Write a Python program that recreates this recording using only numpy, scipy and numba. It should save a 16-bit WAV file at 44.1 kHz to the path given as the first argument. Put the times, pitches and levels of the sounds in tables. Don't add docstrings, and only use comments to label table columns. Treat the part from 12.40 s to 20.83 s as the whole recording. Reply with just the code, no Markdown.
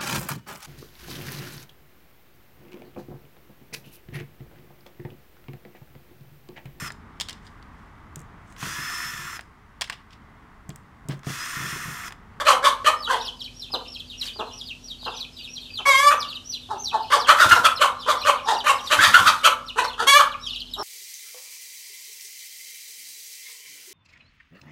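import sys
import numpy as np
from scipy import signal
from scipy.fft import rfft, irfft, next_fast_len
from scipy.io import wavfile
from scipy.ndimage import uniform_filter1d
from numba import njit

SR = 44100
rng = np.random.default_rng(int(sys.argv[2]) if len(sys.argv) > 2 else 0)


def magnitude_from_level(level_db):
    exponent = np.asarray(level_db, float) / 20
    return 10 ** exponent


def generate_wav(sig):
    pcm = np.round(np.clip(np.atleast_2d(sig).T, -1, 1) * 32767).astype(np.int16)
    wavfile.write(sys.argv[1], SR, pcm)


N = 371763


def ring(x, hz, width):
    return signal.lfilter(*signal.iirpeak(hz, hz / width, fs=SR), x)


@njit
def sweep(x, hz, width):
    y, band, low = np.empty(len(x)), 0., 0.
    for i in range(len(x)):
        g, k = np.tan(np.pi * hz[i] / SR), width / hz[i]
        v = (band + g * (x[i] - low)) / (1 + g * (g + k))
        band, low, y[i] = 2 * v - band, low + 2 * g * v, k * v
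    return y


def colour(x, points):
    hz, db = np.transpose(points)
    size = next_fast_len(len(x))
    bins = np.arange(size // 2 + 1) * SR / size + 1
    gain = magnitude_from_level(np.interp(np.log(bins), np.log(hz), db))
    return irfft(rfft(x, size) * gain, size)[:len(x)]


def unit(x):
    return x / np.sqrt(np.mean(x ** 2) + 1e-18)


def wobble(size, seconds):
    span = max(int(seconds * SR), 1)
    drift = unit(uniform_filter1d(uniform_filter1d(rng.standard_normal(size), span), span))
    return np.clip(drift, -2, 2)


def add(track, s, x):
    at = max(int(s * SR), 0)
    track[at:at + len(x)] += x[:N - at]


# centre in Hz, width in Hz, gain in dB.
UPPER_THROAT = [(3383, 555, 14), (4380, 560, 5)]
# frequency in Hz, gain in dB.
VOICE_TREBLE = [(4000, -8.5), (6000, 7), (9500, -0.5), (15000, -10.5)]


def voice(hz, low_db, mouth_db, upper_db, treble_db, jitter, breath, width, half, top_hz, third_db, pipe_at=2):
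    size = len(hz)
    turn = 2 * np.pi * np.cumsum(hz * (1 + jitter * wobble(size, .002))) / SR
    harmonics = (magnitude_from_level(3.5 * wobble(size, .02)) * np.cos(k * turn + .2 * k * k) for k in range(1, 26))
    pulses = unit(sum(harmonics))
    pulses = pulses * (1 + half * np.cos(turn / 2))
    air = unit(rng.standard_normal(size) * (0.31 + np.cos(turn)))
    roughness = magnitude_from_level(98.0 * min(jitter, .035) * wobble(size, 0.00042))
    source = pulses * roughness + breath * air

    pipe_hz, third_hz = pipe_at * hz, np.minimum(3 * hz, top_hz)
    pipe = sweep(sweep(source, pipe_hz, 1. * width), pipe_hz, 1.5 * width)
    third = sweep(sweep(source, third_hz, 0.6 * width), third_hz, 1.2 * width)
    pipe_cut = signal.butter(3, 0.8 * top_hz, fs=SR, output="sos")
    pipe = signal.sosfilt(pipe_cut, pipe + magnitude_from_level(third_db) * third)

    crop_hz = np.minimum(hz, 590.)
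    low = sweep(sweep(source, crop_hz, .5 * width), crop_hz, 1. * width)
    mouth_hz = 4 * hz
    mouth = sweep(sweep(source, mouth_hz, 330.), mouth_hz, 400.0)
    stretch = 1 + 2 * jitter * rng.standard_normal()
    upper = 0
    for f, w, db in UPPER_THROAT:
        upper = upper + magnitude_from_level(db) * ring(ring(source, stretch * f, w), stretch * f, 4.1 * w)
    treble = colour(source + breath * air, [(2500, -59.0)] + VOICE_TREBLE)

    parts = [(pipe, 0), (low, low_db), (mouth, mouth_db), (upper, upper_db), (treble, treble_db)]
    return sum(magnitude_from_level(db) * unit(part) for part, db in parts) * magnitude_from_level(1.5 * wobble(size, 0.017))


# start in seconds, level in dB, nominal length in seconds, pitch in Hz, fundamental in dB,
# third harmonic in dB, rasp (offset of mouth, throat and treble) in dB.
CLUCKS = [(0.0, -20.5, 0.032, 572.5, -8.5, 3, -1), (0.063, -9.5, 0.07, 599, -11, -14.5, 0.5),
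          (0.236, -11.5, 0.058, 575, -11, -12, 1), (0.453, -11, 0.0494, 609, -10.5, -0.5, 0),
          (0.689, -15.5, 0.075, 479, -16, -3, -4), (1.339, -33.5, 0.0472, 471, 5, -27, -10),
          (1.996, -29.5, 0.051, 462.5, 0.5, -26, -10), (2.665, -29.5, 0.041, 428.7, -4.5, -6, -23),
          (3.391, -37.5, 0.0371, 400, -8, -6.5, -18.5), (3.704, -13, 0.038, 594, -16, -26.5, -3),
          (4.298, -25.5, 0.0549, 401.3, -13.5, -35, -11), (4.526, -18.5, 0.0528, 419.7, -23, -33, -13),
          (4.713, -11.5, 0.0627, 527, -16, -26.5, -3), (4.878, -8, 0.054, 604.6, -16.5, -16, -1.5),
          (4.994, -5.5, 0.057, 691.5, -16.5, -10, -3), (5.107, -5.5, 0.038, 663.6, -26, -28.5, -5),
          (5.157, -13, 0.025, 517.5, -19, -13, -6), (5.242, -8, 0.0381, 633.4, -16, -37, 0.5),
          (5.404, -12.5, 0.0575, 582, -11, -46, 0.5), (5.673, -17, 0.0759, 534.3, -9.5, -21, -1),
          (5.857, -11.5, 0.0595, 601.5, -10.5, -17, -1), (6.071, -15, 0.0725, 454.6, -21, -17, -2.5),
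          (6.254, -13.5, .073, 571.6, -12, -9, 1.5), (6.51, -14, 0.0585, 582, -9, -4.5, 4.5),
          (6.605, -6, 0.0897, 608.6, -32.5, 7.5, -1.5), (6.733, -4, 0.042, 711.4, -31.5, -19, -3.5),
          (6.78, -13, 0.0324, 547, -28.5, -23, 0.5), (6.854, -8.5, 0.055, 639, -33, -41, -0.5),
          (7.04, -9, 0.0438, 618, -12, -39, 3), (7.368, -19.5, 0.06, 468, -10.5, -5, -0.5),
          (7.435, -23.5, 0.0333, 540, -20.5, -23, -1), (7.588, -19.5, 0.055, 448.5, -10.5, 3, -0.5),
          (7.788, -13, 0.0432, 568.4, -17, -51, -1.5), (8.377, -29, 0.083, 407.3, -8.5, -28, -14)]


def hen_clucks():
    rise, fall = 0.28, 0.54
    onset_s, step_db = 0.008, -16.5
    treble_db, throat_db, mouth_db = -13.5, -7.5, -14.5
    puff_ahead_s, puff_db = .04, -18.5
    out = np.zeros(N)
    for s, db, length, hz, low_db, third_db, rasp_db in CLUCKS:
        u = np.linspace(-.22, 1.5, int(1.72 * length * SR))
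        shut = np.clip((low_db + 10.5) / 5, 0, 1)
        peak = 0.39 - 0.25 * shut
        swell = np.exp(-((u - peak) / np.where(u < peak, rise - 0.056 * shut, fall)) ** 2)
        swell = np.where(u < peak, np.maximum(swell, magnitude_from_level(step_db)), swell)
        swell = swell * np.clip((u - u[0]) * length / onset_s, 0, 1)
        arch = 1.05 - np.where(u < .35, .7, .25) * (u - .35) ** 2
        pitch = hz * arch * (1 + .055 * wobble(len(u), .007))
        lead_db = 20.5 * np.clip(peak - u - .15, 0, .7)
        cluck = voice(
            pitch, low_db + (1 - shut) * lead_db, mouth_db + rasp_db, throat_db + rasp_db, treble_db + rasp_db,
            jitter=0.0491 + 0.04 * shut, breath=.42 + .5 * shut, width=440 + 260 * shut,
            half=.4 + .6 * shut, top_hz=1750,
            third_db=third_db - 19 * (u - peak),
            pipe_at=2.416 - 0.72 * np.clip(u, 0, 1))
        skip = max(int((-u[0] * length - s) * SR), 0)
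        add(out, s + u[0] * length, magnitude_from_level(db) * (swell * cluck)[skip:])
        if shut == 1:
            short_swell = swell[::3]
            add(out, s - puff_ahead_s, magnitude_from_level(db + puff_db) * short_swell * cluck[:len(short_swell)])
    return out


# centre in Hz, width in Hz, level in dB.
HUM = [(89.5, 48, -56.5)]
# frequency in Hz, gain in dB.
AIR = [(30, -30), (62, 0), (150, -1), (350, -8.5), (1400, -18.5), (2100, -23), (3200, -10.5), (6000, -18.5),
       (15000, -36)]
# time in seconds, level in dB.
DRONE = [(0, -49.5), (2.8, -52), (3.7, -56.5), (6.2, -55.5), (7.6, -52), (8.5, -45.5)]


def background():
    drone_hz, tone_hz, tone_db, air_db = 44, 247.3, -53, -51.5
    t = np.arange(N) / SR
    turn = 2 * np.pi * np.cumsum(drone_hz * (1 + 0.048 * wobble(N, 0.081))) / SR
    drone_db = np.interp(t, *np.transpose(DRONE)) + 1.6 * wobble(N, 0.061)
    drone = magnitude_from_level(drone_db) * np.sin(turn)
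    hum = sum(magnitude_from_level(db) * unit(ring(ring(rng.standard_normal(N), f, w), f, w)) for f, w, db in HUM)
    tone = magnitude_from_level(tone_db + 2.5 * wobble(N, 0.0079)) * np.sin(2 * np.pi * tone_hz * t)
    hiss = magnitude_from_level(air_db) * unit(colour(rng.standard_normal(N), AIR))
    return drone + hum + tone + hiss


# frequency in Hz, time to fall by 60 dB in seconds.
CORRIDOR = [(500, 0.44), (1200, 0.42), (2500, 0.27), (5000, 0.21), (12000, 0.2486)]


def corridor(x):
    t = np.arange(int(SR * .8)) / SR
    hz, t60 = np.transpose(CORRIDOR)
    tail = 0
    for f in 90 * 2 ** np.arange(0, 7.6, .5):
        fade = magnitude_from_level(-60 * t / np.interp(np.log(f), np.log(hz), t60))
        tail = tail + ring(rng.standard_normal(len(t)), f, f / 4.2) * fade
    build_up = np.clip(t / 0.0021, 0, 1)
    tail = tail * build_up * magnitude_from_level(3.5 * wobble(len(t), 0.0032))
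    return signal.fftconvolve(x, tail / np.sqrt(np.sum(tail ** 2)))[:N]


# frequency in Hz, gain in dB.
BEAK = [(2200, 23.5), (2800, 7), (3400, 9), (4200, 6.5), (5000, 4.5), (5800, 6), (9000, -9.5), (11000, 0),
        (13500, -8)]


def peep(s, db, top_hz, rise, fall):
    t = np.arange(-rise, 1.3 * fall, 1 / SR)
    v = np.clip(t / fall, 0, 1)
    high = max(top_hz - 5000, 0)
    slide = np.sin(1.3 * v ** 1.9) / np.sin(1.3)
    slide = slide + .9 * np.clip(t / fall - 1, 0, 1)
    slide = slide - .04 * np.sin(2 * np.pi * v) + .00013 * high * np.sin(np.pi * v ** 1.2) ** 4
    climb = 1 - 3.2 * rise * np.clip(-t / rise, 0, 1) ** 3
    drop_hz = top_hz - 2850 - .3 * high
    hz = top_hz * climb - drop_hz * slide
    hz = hz * (1 + 0.011 * wobble(len(t), 0.0017) + 0.044 * v * wobble(len(t), 0.0047))
    turn = 2 * np.pi * np.cumsum(hz) / SR
    fade_in = np.clip((t + rise) / 0.027, 0, 1)
    fade_out = np.clip((1.197 * fall - t) / (0.75 * fall), 0, 1)
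    gain = magnitude_from_level(db + 8.5 * (2 * v - 1) + 5.55 * wobble(len(t), 0.0035))
    over_db = -14 - 11 * np.abs(2 * v - 1) + 6 * wobble(len(t), .0006)
    whistle = 0
    for k in range(1, 4):
        partial_db = np.interp(k * hz, *np.transpose(BEAK)) + (k > 1) * over_db
        whistle = whistle + magnitude_from_level(partial_db) * np.sin(k * turn)
    return s - rise, gain * fade_in * fade_out * whistle


# time in seconds where the pitch tips over, level in dB, top in Hz, rise in seconds, fall in seconds.
PEEPS = [(0.58, -42, 5270, 0.023, 0.097), (0.78, -47, 5110, 0.0097, 0.044),
         (0.833, -38.5, 5700, 0.029, 0.058), (0.978, -44.5, 5070, 0.018, 0.044),
         (1.01, -44, 5440, 0.019, 0.058), (1.179, -47.5, 5650, 0.047, 0.073),
         (1.316, -37.5, 5100, 0.021, 0.041), (1.515, -43, 5490, 0.06, 0.052),
         (1.564, -47.5, 5400, 0.0093, 0.051), (1.661, -48.5, 4670, 0.01, 0.069),
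         (1.778, -41, 5620, 0.018, 0.053), (1.825, -46.5, 5640, 0.033, 0.079),
         (1.853, -45, 4440, 0.012, 0.03), (1.951, -42.5, 4810, 0.032, 0.062),
         (2.157, -45, 5716, 0.0537, 0.073), (2.244, -42, 4930, 0.034, 0.066),
         (2.44, -46.5, 5720, 0.032, 0.092), (2.625, -44.5, 4730, 0.051, 0.057),
         (2.746, -45.5, 5090, 0.027, 0.045), (2.76, -42.5, 5940, 0.029, 0.077),
         (3.0, -47, 4690, 0.042, 0.075), (3.128, -43, 5680, 0.067, 0.053), (3.317, -42, 4754, 0.036, 0.084),
         (3.776, -38.5, 6140, 0.016, 0.066), (3.862, -43, 4670, 0.0055, 0.07),
         (3.924, -47, 5020, 0.036, 0.048), (4.612, -49.5, 5150, 0.02, 0.034),
         (4.087, -38, 5910, 0.05, 0.077), (4.408, -36, 6260, 0.036, 0.092),
         (4.773, -38, 5950, 0.014, 0.079), (5.348, -41, 5580, 0.017, 0.042),
         (5.592, -45.5, 5390, 0.011, 0.047), (5.787, -42.5, 4700, 0.017, 0.056),
         (5.814, -45, 5680, 0.058, 0.076), (6.046, -42, 5620, 0.025, 0.041),
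         (6.13, -42, 4510, 0.0075, 0.041), (6.162, -42, 5700, 0.0398, 0.053),
         (6.355, -43, 5160, 0.02, 0.052), (6.434, -42, 4820, 0.0062, 0.066),
         (6.438, -44, 5840, 0.055, 0.074), (7.109, -48, 4300, 0.0074, 0.037),
         (7.253, -40, 5560, 0.0063, 0.048), (7.463, -41.5, 4530, 0.0845, 0.047),
         (7.511, -47, 4110, 0.011, 0.032), (7.868, -40, 5250, 0.0097, 0.022),
         (7.888, -45.5, 5030, 0.0048, 0.0466), (8.018, -43.5, 3860, 0.0085, 0.082),
         (8.039, -42, 5600, 0.052, 0.094), (8.126, -42.5, 5380, 0.024, 0.044),
         (8.18, -42, 5450, 0.0065, 0.043), (8.305, -40.5, 5270, 0.012, 0.053),
         (8.398, -38.5, 5480, 0.04, 0.069)]
# extra delay in seconds, level in dB.
WALL_ECHOES = [(.009, -6), (.019, -12)]


def chicks(count=45):
    near, far = np.zeros((2, N))
    for row in PEEPS:
        s, whistle = peep(*row)
        for late, db in [(0.0028, 0)] + WALL_ECHOES:
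            add(near, s + late, magnitude_from_level(db) * whistle)
    when, loud, high, long = rng.random((count, 4)).T
    rows = [when * N / SR, -54 + 8 * loud, 3900 + 1600 * high, 0.012 + .02 * long, 0.04 + 0.051 * long]
    for row in np.transpose(rows):
        add(far, *peep(*row))
    return near, far


# start in seconds, level in dB before the thud's envelope.
WINGBEATS = [(5.051, -18.5), (5.11, -21.5), (5.186, -25), (6.578, -22), (6.671, -23), (6.793, -20),
             (6.859, -25.5)]
# middle in seconds, level in dB, half length in seconds.
RUSTLES = [(1.852, -40, 0.033), (5.087, -28.5, 0.111), (6.735, -32, 0.21)]
# frequency in Hz, gain in dB.
FEATHERS = [(400, 2), (2500, 11), (6000, 9.5), (15000, -2.5)]


def wings():
    thud_hz, puff_hz, puff_db = 97, 197, -2
    out, t = np.zeros(N), np.arange(N) / SR
    u = t[:SR // 5]
    envelope = u / 0.04 * np.exp(1 - u / 0.013)
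    for s, db in WINGBEATS:
        puff = magnitude_from_level(puff_db) * unit(ring(rng.standard_normal(len(u)), puff_hz, 132))
        thud = np.sin(2 * np.pi * thud_hz * u)
        add(out, s, magnitude_from_level(db) * (thud + puff) * envelope)
    brush = unit(colour(rng.standard_normal(N), FEATHERS)) * magnitude_from_level(3 * wobble(N, .008))
    strokes = sum(magnitude_from_level(db) * np.exp(-((t - s) / half) ** 2) for s, db, half in RUSTLES)
    return out + brush * strokes


# time in seconds, pitch in Hz, level in dB, mouth in dB, upper throat in dB.
SQUAWKS = [
    [(3.452, 552, -19, -3, -13), (3.49, 562, -10.5, -4, -13), (3.53, 529, -22, 7, -3),
     (3.58, 546, -17, -4.5, -6.5), (3.64, 578.6, -12.5, -12, -13.5), (3.685, 580, -15.5, -11.5, -6.5),
     (3.715, 583.5, -9.5, 1.5, -12)],
    [(7.667, 533.7, -13, -18, -9.5), (7.7, 566, -16, 0.5, 2), (7.735, 554, -13.5, -6, -2),
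     (7.77, 595, -11, -9, -7.5), (7.81, 560.5, -28.5, -5, 15)],
]
SQUAWK_THIRD_DB = (-7, 0)


def hen_squawks():
    catch_s = 0.023
    out = np.zeros(N)
    for rows, third_db in zip(SQUAWKS, SQUAWK_THIRD_DB):
        s, *columns = np.transpose(rows)
        t = np.arange(s[0], s[-1], 1 / SR)
        hz, db, mouth_db, upper_db = (np.interp(t, s, c) for c in columns)
        edge = np.clip(np.minimum(t - s[0], (s[-1] - t) / 3) / 0.01, 0, 1)
        breath = 0.032 + 0.71 * np.exp(-(t - s[0]) / catch_s)
        treble_db = -5 + 0.76 * upper_db
        squawk = voice(hz, -15.5, mouth_db, upper_db, treble_db, jitter=0.0066, breath=breath,
                       width=546, half=0, top_hz=1900, third_db=third_db)
        add(out, s[0], magnitude_from_level(db) * edge * squawk)
    return out


def scene():
    clucks, squawks = hen_clucks(), hen_squawks()
    young, far = chicks()
    flaps = wings()
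    to_walls = magnitude_from_level(-7) * clucks + magnitude_from_level(-7.5) * squawks + magnitude_from_level(-7.5) * young + far + magnitude_from_level(-7) * flaps
    return (clucks + squawks + young + flaps + corridor(to_walls) + background())[None]


def band_limit(x):
    return signal.sosfilt(signal.butter(12, 15640, fs=SR, output="sos"), x)


def record(dry):
    dry = signal.sosfilt(signal.ellip(8, .2, 60, 15200, fs=SR, output="sos"), dry)
    keep = np.exp(-1 / (.08 * SR))
    loudness = np.sqrt(signal.lfilter([1 - keep], [1, -keep], dry ** 2))
    held = dry * (1 + loudness / 0.83) ** -.4
    rounded = held / (1 + held ** 4) ** .25
    return band_limit(rounded)


dry = scene()
out = record(dry)
generate_wav(out)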